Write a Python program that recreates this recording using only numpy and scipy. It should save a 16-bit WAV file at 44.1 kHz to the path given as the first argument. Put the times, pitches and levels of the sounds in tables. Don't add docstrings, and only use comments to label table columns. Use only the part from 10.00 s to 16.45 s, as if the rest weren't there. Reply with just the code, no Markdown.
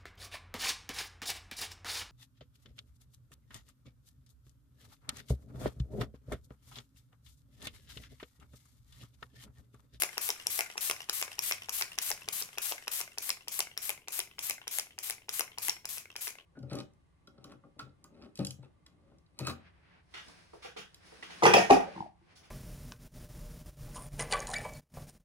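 import sys
import numpy as np
from scipy import signal
from scipy.fft import rfft, irfft, next_fast_len
from scipy.io import wavfile
from scipy.ndimage import uniform_filter1d, map_coordinates

SR = 44100
rng = np.random.default_rng(int(sys.argv[2]) if len(sys.argv) > 2 else 0)


def dump_mix(stems):
    frames = np.atleast_2d(stems).T
    limited = np.clip(frames, -1, 1)
    pcm = np.round(limited * 32767).astype(np.int16)
    wavfile.write(sys.argv[1], SR, pcm)


def volts_from_decibels(level):
    exponent = np.asarray(level, float) / 20
    return 10 ** exponent


N = 284445

# f/Hz, level/dB
COARSE_SPRAY = [(150, -62), (500, -14), (1200, -2.5), (2500, 1), (4000, 0.5), (6500, 0), (8500, -8.5),
                (11000, -15)]
# f/Hz, level/dB
FINE_MIST = [(5000, -37.5), (7500, -12.5), (9700, -5), (12000, -0.5), (14000, -6.5), (16000, -13)]


def spray():
    opens, drops, hiss_db, _ = strokes()
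    noise = rng.standard_normal((3, N))
    noise = np.sqrt(0.15) * noise[0] + np.sqrt(0.85) * noise[1:]
    noise[1] += resonate(noise[0] - noise[1], 480, 680)
    sputter = volts_from_decibels(1.2 * walk(rate=500) + 0.8 * walk(rate=60))
    fine_level = flow(hiss_db + 1.5, opens, drops, rise_s=0.0017, swell_s=0.005, fall_s=0.021)
    coarse_level = flow(hiss_db - 7.5, opens, drops, rise_s=0.0011, swell_s=0.0024, fall_s=0.03)
    fine = unit(colour(noise, FINE_MIST)) * fine_level
    coarse = unit(colour(noise, COARSE_SPRAY)) * coarse_level
    return sputter * (fine + coarse)


# t/s, cap level/dB, stem level/dB, finger tap level/dB
VALVE_SNAPS = [(0.1796, -21.5, -19, -29.5), (.4687, -32, -15, -36), (0.7785, -23, -24.5, -31),
               (1.0956, -28, -17.5, -36), (1.391, -22.5, -18.5, -32.5), (1.6939, -24.5, -21, -29.5),
               (1.9866, -23, -18, -32.5), (2.2867, -29, -21, -32.5), (2.583, -21, -22.5, -29.5),
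               (2.8795, -21.5, -24.5, -29.5), (3.1834, -31, -21, -34), (3.4821, -46, -23.5, -36.5),
               (3.7758, -34, -21.5, -36), (4.0831, -28.5, -27, -36), (4.391, -33, -26.5, -30.5),
               (4.679, -25.5, -25.5, -31.5), (4.9878, -28.5, -24.5, -39.5), (5.292, -28.5, -23, -35),
               (5.584, -34, -24.5, -34), (5.8541, -34.5, -26, -38), (6.1632, -27.5, -27.5, -32)]


def presses():
    tap_lead_s = 0.0082
    snaps, taps, knocks = [], [], []
    for s, cap, stem, tap in VALVE_SNAPS:
        snaps.append((s, 2556, cap, stem, stem - 1))
        tap_s = s - tap_lead_s
        taps.append((tap_s, 2490, tap - 4, tap - 19 + facing(tap_s + tap_lead_s)))
        knocks.append((tap_s, tap))
    return strike(snaps, taps, knocks)


# t/s, cap level/dB, nozzle level/dB, bottle knock level/dB
HEAD_STOPS = [(0.0209, -14.5, -11.5, -25.5), (0.2896, -21, -13, -21), (0.5907, -17.5, -13.5, -26),
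              (.898, -17, -17, -29), (1.2138, -23.5, -19, -32.5), (1.511, -19, -27, -34),
              (1.811, -19.5, -16, -29), (2.1033, -26, -15, -27), (2.414, -30, -43, -34.5),
              (2.714, -29, -41, -35), (3.0037, -27, -22, -33), (3.2922, -25.5, -15, -28),
              (3.5914, -28, -10.5, -28.5), (3.8931, -24, -13, -30.5), (4.1914, -25.5, -12, -30),
              (4.4973, -26, -10, -31), (4.7855, -26.5, -11, -34.5), (5.0986, -28, -14, -40),
              (5.3945, -20, -13, -33), (5.683, -22, -13, -25), (5.974, -35, -49, -40.5),
              (6.2714, -26.5, -24.5, -31)]


def bottom_hits():
    snaps = [(s, 2166, cap, cap - 9 + facing(s), nozzle) for s, cap, nozzle, _ in HEAD_STOPS]
    knocks = [(s + 0.00344, knock) for s, _, _, knock in HEAD_STOPS]
    return strike(snaps, [], knocks)


# t/s, cap level/dB, stem level/dB, nozzle level/dB
HEAD_FREES = [(0.0348, -18.5, -21, -15), (0.303, -24.5, -17.5, -21), (0.6071, -16.5, -21.5, -19),
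              (.911, -17.5, -20.5, -19), (1.2258, -21, -18.5, -30), (1.522, -20.5, -19.5, -33),
              (1.8224, -20.5, -19, -22), (2.1149, -26.5, -16.5, -29), (2.4231, -40, -21.5, -39),
              (2.7218, -23.5, -29.5, -41), (3.0125, -32.5, -24, -23), (3.303, -19.5, -17, -26),
              (3.6041, -21, -19, -19), (3.903, -22.5, -28, -20), (4.2019, -23.5, -22.5, -24),
              (4.5082, -23.5, -25.5, -24), (4.7962, -27.5, -22.5, -20), (5.1072, -31.5, -23, -21),
              (5.4077, -22, -18.5, -19), (5.6949, -22.5, -16, -22), (5.9815, -34, -32.5, -27),
              (6.2785, -29.5, -26, -28)]


def releases():
    snaps = [(s, 2616, *levels_db) for s, *levels_db in HEAD_FREES]
    rebounds = [(s + 0.0093, 2490, cap - 18, stem - 18) for s, cap, stem, _ in HEAD_FREES]
    return strike(snaps, rebounds, [])


# finger lifts t/s, its level/dB, head reaches the top t/s, its level/dB
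WAY_UP = [(.09, -33, .1294, -39), (.3612, -39.5, .3982, -35.5), (.6611, -35, .6998, -34),
          (.963, -33, 1.004, -30.5), (1.2783, -36, 1.316, -34.5), (1.5803, -38.5, 1.62, -33.5),
          (1.8793, -37.5, 1.9176, -34.5), (2.1758, -38, 2.2188, -38.5), (2.4885, -39.5, 2.5295, -40.5),
          (2.78, -32.5, 2.824, -40.5), (3.0762, -38, 3.1178, -44.5), (3.3705, -40, 3.4077, -42),
          (3.67, -34.5, 3.713, -43.5), (3.9758, -40, 4.018, -50), (4.2736, -43, 4.312, -43.5),
          (4.58, -38, 4.6152, -39.5), (4.8676, -40.5, 4.9067, -43), (5.1806, -43, 5.219, -47),
          (5.4775, -39, 5.5174, -41), (5.7657, -38, 5.81, -70), (6.0552, -39.5, 6.1017, -40),
          (6.353, -39.5, 6.3848, -38)]
# t/s after it, relative cap level/dB, relative stem level/dB
TOP_BOUNCES = [
    (0.0132, -9, -8.5),
    (0.0239, -9, -16.5),
    (.037, -18, -14),
]
# t/s, level/dB
STRAYS = [
    (.755, -30),
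    (4.0908, -48),
]


def returns():
    rattles, knocks = [], list(STRAYS)
    for lift, lift_db, top, top_db in WAY_UP:
        rattles.append((lift, 2190, lift_db, lift_db - 10.5 + facing(lift)))
        rattles.append((top, 2720, top_db, top_db - 10.5 + facing(top)))
        for after_s, cap, stem in TOP_BOUNCES:
            rattles.append((top + after_s, 3040, top_db + cap, top_db + stem + facing(top)))
        knocks += [(lift, lift_db - 16), (top, top_db - 14)]
    return strike([], rattles, knocks)


# share of the cap pitch, level/dB, t60/s
CAP_MODES = [(.62, -9, .005), (.8, -4, .009), (1.001, 6, .008), (1.17, -3, .007)]
# share of the cap pitch, level/dB, t60/s
LOOSE_CAP_MODES = [(.4, -11, 0.013), (.75, -4, 0.012), (1.001, 3, 0.017), (1.1, -5, 0.013)]
# f/Hz, level/dB, t60/s
STEM_MODES = [(3900, -14, .004), (4600, -13, .004), (5450, 0, .008), (5850, -6, .005), (6700, -12, .004)]
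# f/Hz, level/dB, t60/s
NOZZLE_MODES = [(7770, -14, 0.01), (9880, 2.5, 0.0084), (11300, 3.5, 0.004), (12600, -1.5, 0.0095),
                (15000, -52, 0.0033)]
# f/Hz, level/dB, t60/s
BOTTLE_MODES = [(433, -3.5, 0.025), (630, -47, 0.0017), (870, 2, 0.011), (945, -24, 0.051)]
RING = 640


def strike(snaps, rattles, knocks):
    out = np.zeros((2, N + RING))
    rattles = [(*row, row[-1]) for row in rattles]
    for table, contact_s, cap in ((snaps, 0.00071, CAP_MODES), (rattles, 0.0018, LOOSE_CAP_MODES)):
        for s, cap_hz, *parts_db in table:
            parts = np.array(cap) * [cap_hz, 1, 1], STEM_MODES, NOZZLE_MODES
            for modes, db in zip(parts, parts_db):
                sound = ring(modes, contact_s, rise_s=contact_s / 4, apart=1.73)
                out[:, int(s * SR):][:, :RING] += volts_from_decibels(db) * sound
    thuds = [(s, max(cap_db, stem_db) - 17) for s, _, cap_db, stem_db, _ in snaps]
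    for s, db in knocks + thuds:
        sound = ring(BOTTLE_MODES, 0.0012, rise_s=0.0004, apart=0.16)
        out[:, int(s * SR):][:, :RING] += volts_from_decibels(db - 4) * sound
    no_bass = signal.butter(4, 361, "high", fs=SR, output="sos")
    return signal.sosfilt(no_bass, out[:, :N])


def ring(modes, contact_s, rise_s, apart):
    t = np.arange(RING) / SR
    hz, db, t60 = np.transpose(modes)[:, :, None]
    detune, uneven = rng.standard_normal((2, len(modes), 1))
    chatter = rng.standard_normal((2, 1, RING)) * np.exp(-t / contact_s) * (1 - np.exp(-t / rise_s))
    chatter[1] = chatter[0] + apart * chatter[1]
    decay = np.exp((2j * np.pi * hz * (1 + 0.018 * detune) - np.log(1000) / t60) * t)
    rung = signal.fftconvolve(decay[None], chatter, axes=2)[..., :RING]
    rung /= np.abs(rung).max(axis=2, keepdims=True)
    rung = volts_from_decibels(db + 1.5 * uneven) * rung
    return rung.imag.sum(axis=1) / np.sqrt(np.sum(volts_from_decibels(2 * db)))


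# t/s, treble level/dB
NOZZLE_TURN = [
    (0, 1),
    (2.1, 0),
    (2.8, 0),
    (3.3, -3),
    (5.6, -44),
    (6, 1),
    (6.45, -25),
]


def facing(s):
    return np.interp(s, *np.transpose(NOZZLE_TURN))


# f/Hz, width/Hz, level/dB
PUMP_RESONANCES = [(740, 2400, 1.5), (2350, 180, 13.5), (6530, 2200, 8.5), (9760, 790, 9.5),
                   (12100, 1100, -2)]


def piston():
    opens, drops, _, slide_db = strokes()
    rub = rng.standard_normal((2, N)) * volts_from_decibels(2.5 * walk(rate=400))
    rub = unit(sum(volts_from_decibels(db) * resonate(rub, hz, width) for hz, width, db in PUMP_RESONANCES))
    down = flow(slide_db - 0.5, opens - 0.036, opens, rise_s=0.0011, swell_s=0.0013, fall_s=0.024)
    up = flow(slide_db + 2, drops + 0.015, drops + 0.044, rise_s=0.0023, swell_s=0.014, fall_s=0.022)
    return rub * (down + up)


# f/Hz, level/dB
REFILL_COLOUR = [(400, -18), (1500, 3), (2300, 0), (3200, -4.5), (3800, -4.5), (5600, -9), (9800, -1.5),
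                 (13500, -7), (15000, -30)]


def refill():
    _, drops, _, _ = strokes()
    level_db = -54.7 + 4.8 * facing(drops)
    grains = volts_from_decibels(2.2 * walk(rate=140) + 1.2 * walk(rate=21))
    rustle = unit(colour(grains * rng.standard_normal((2, N)), REFILL_COLOUR))
    starts = drops + 0.059
    return rustle * flow(level_db, starts, starts + 0.07, rise_s=0.0068, swell_s=0.023, fall_s=0.06)


# nozzle opens t/s, hiss level/dB, piston slide level/dB
JET_STROKES = [(-.1, -32.5, -41), (.21, -33.5, -44), (.501, -32, -41), (0.806, -31.5, -44.5),
               (1.127, -33, -45), (1.42, -32.5, -46.5), (1.722, -33, -45.5), (2.014, -32.5, -46),
               (2.323, -34, -47.5), (2.616, -32.5, -47.5), (2.912, -33, -49), (3.219, -36, -45),
               (3.516, -35.5, -43.5), (3.817, -36, -45), (4.119, -34.5, -46.5), (4.425, -35.5, -44),
               (4.71, -34.5, -47), (5.027, -36.5, -47), (5.326, -34.5, -44.5), (5.618, -34, -44.5),
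               (5.888, -36.5, -50), (6.207, -36.5, -45.5)]


def strokes():
    opens, hiss_db, slide_db = np.transpose(JET_STROKES)
    drops = np.transpose(HEAD_STOPS)[0] - 0.009
    return opens, drops, hiss_db, slide_db


def flow(levels_db, start, stop, rise_s, swell_s, fall_s):
    t, out = np.arange(N) / SR, np.zeros(N)
    for a, b, db in zip(start, stop, levels_db):
        span = slice(max(int(a * SR) + 1, 0), int(b * SR) + SR // 2)
        on = t[span] - a
        jump = 0.49 * (1 - np.exp(-on / rise_s)) + 0.31 * (1 - np.exp(-on / swell_s))
        out[span] += volts_from_decibels(db) * jump * np.exp(-np.clip(t[span] - b, 0, None) / fall_s)
    return out


# f/Hz, t60/s, level/dB
ROOM_BANDS = [(780, 0.27, -14.5), (2780, 0.15, -14.5), (9800, 0.29, -12)]
# f/Hz, level/dB
ROOM_COLOUR = [(500, 3), (1500, 0), (12500, -5.5), (15000, -13)]


def room(x):
    t = np.arange(int(0.45 * SR)) / SR
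    noise = rng.standard_normal((2, len(t))) * (1 - np.exp(-t / 0.00039))
    noise[1] += resonate(noise[0] - noise[1], 470, 1000)
    tail = 0
    for hz, t60, db in ROOM_BANDS:
        tail = tail + volts_from_decibels(db) * resonate(noise, hz, 1.9 * hz) * np.exp(-np.log(1000) * t / t60)
    wet = signal.fftconvolve(x[None], tail * volts_from_decibels(-27), axes=1)[:, :N]
    return colour(wet, ROOM_COLOUR)


# f/Hz, level/dB
HUM_COLOUR = [(20, -10), (60, -6.5), (100, -0.5), (135, -3.5), (230, -10.5), (500, -30)]
# t/s, level/dB
RUMBLE_LEVEL = [
    (0.0, -64),
    (0.09, -72),
    (2.57, -68),
    (2.64, -75.5),
    (3.97, -69.5),
    (4.15, -79),
    (4.29, -65.5),
    (4.58, -72.5),
    (5.78, -68.5),
    (6.45, -77),
]
# f/Hz, level/dB
AIR_COLOUR = [(150, -7.5), (430, -8), (1200, -32), (5000, -69), (15000, -40)]


def household():
    noise = rng.standard_normal((2, 3, N))
    noise = noise[:, :1] + 0.23 * noise[:, 1:]
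    rumble_db = np.interp(np.arange(N) / SR, *np.transpose(RUMBLE_LEVEL))
    rumble = unit(colour(noise[0], HUM_COLOUR)) * volts_from_decibels(rumble_db + 2.5 + 2 * walk(rate=9))
    air = unit(colour(noise[1], AIR_COLOUR)) * volts_from_decibels(-71)
    return rumble + air


def unit(x):
    return x / np.sqrt(np.mean(x ** 2))


def colour(x, points):
    size = next_fast_len(x.shape[-1])
    hz, db = np.transpose(points)
    gain = volts_from_decibels(np.interp(np.log(np.fft.rfftfreq(size, 1 / SR) + 1), np.log(hz), db))
    return irfft(rfft(x, size) * gain, size)[..., :x.shape[-1]]


def resonate(x, hz, width_hz):
    return signal.lfilter(*signal.iirpeak(hz, hz / width_hz, fs=SR), x)


def walk(rate):
    k = int(SR / rate)
    held = np.repeat(rng.standard_normal(N // k + 1), k)
    return unit(uniform_filter1d(held, k)[:N])


def scene():
    near = spray() + presses() + bottom_hits() + releases() + returns() + piston() + refill()
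    wet = room(near[0])
    low = signal.butter(2, 690, fs=SR, output="sos")
    near[1] += signal.sosfiltfilt(low, near[0] - near[1])
    wet[1] += signal.sosfiltfilt(low, wet[0] - wet[1])
    lag = 6.68 + 1.37 * walk(rate=3.058)
    near[1] = map_coordinates(near[1], [np.arange(N) - lag], order=3)
    return near + wet + household()


def band_limit(x):
    return signal.sosfilt(signal.butter(12, 16860, fs=SR, output="sos"), x)


# f/Hz, level/dB
FAR_PORT_COLOUR = [(60, -1), (900, -6.5), (2500, -2), (6500, 0.7), (8500, -1), (10500, -17.5), (13000, -20),
                   (16000, -9)]


def record(dry):
    ports = np.array([dry[0], colour(dry[1], FAR_PORT_COLOUR)])
    top_cut = signal.ellip(8, 0.5, 42, 15900, fs=SR, output="sos")
    ports = signal.sosfilt(top_cut, ports)
    return band_limit(ports)


dry = scene()
out = record(dry)
dump_mix(out)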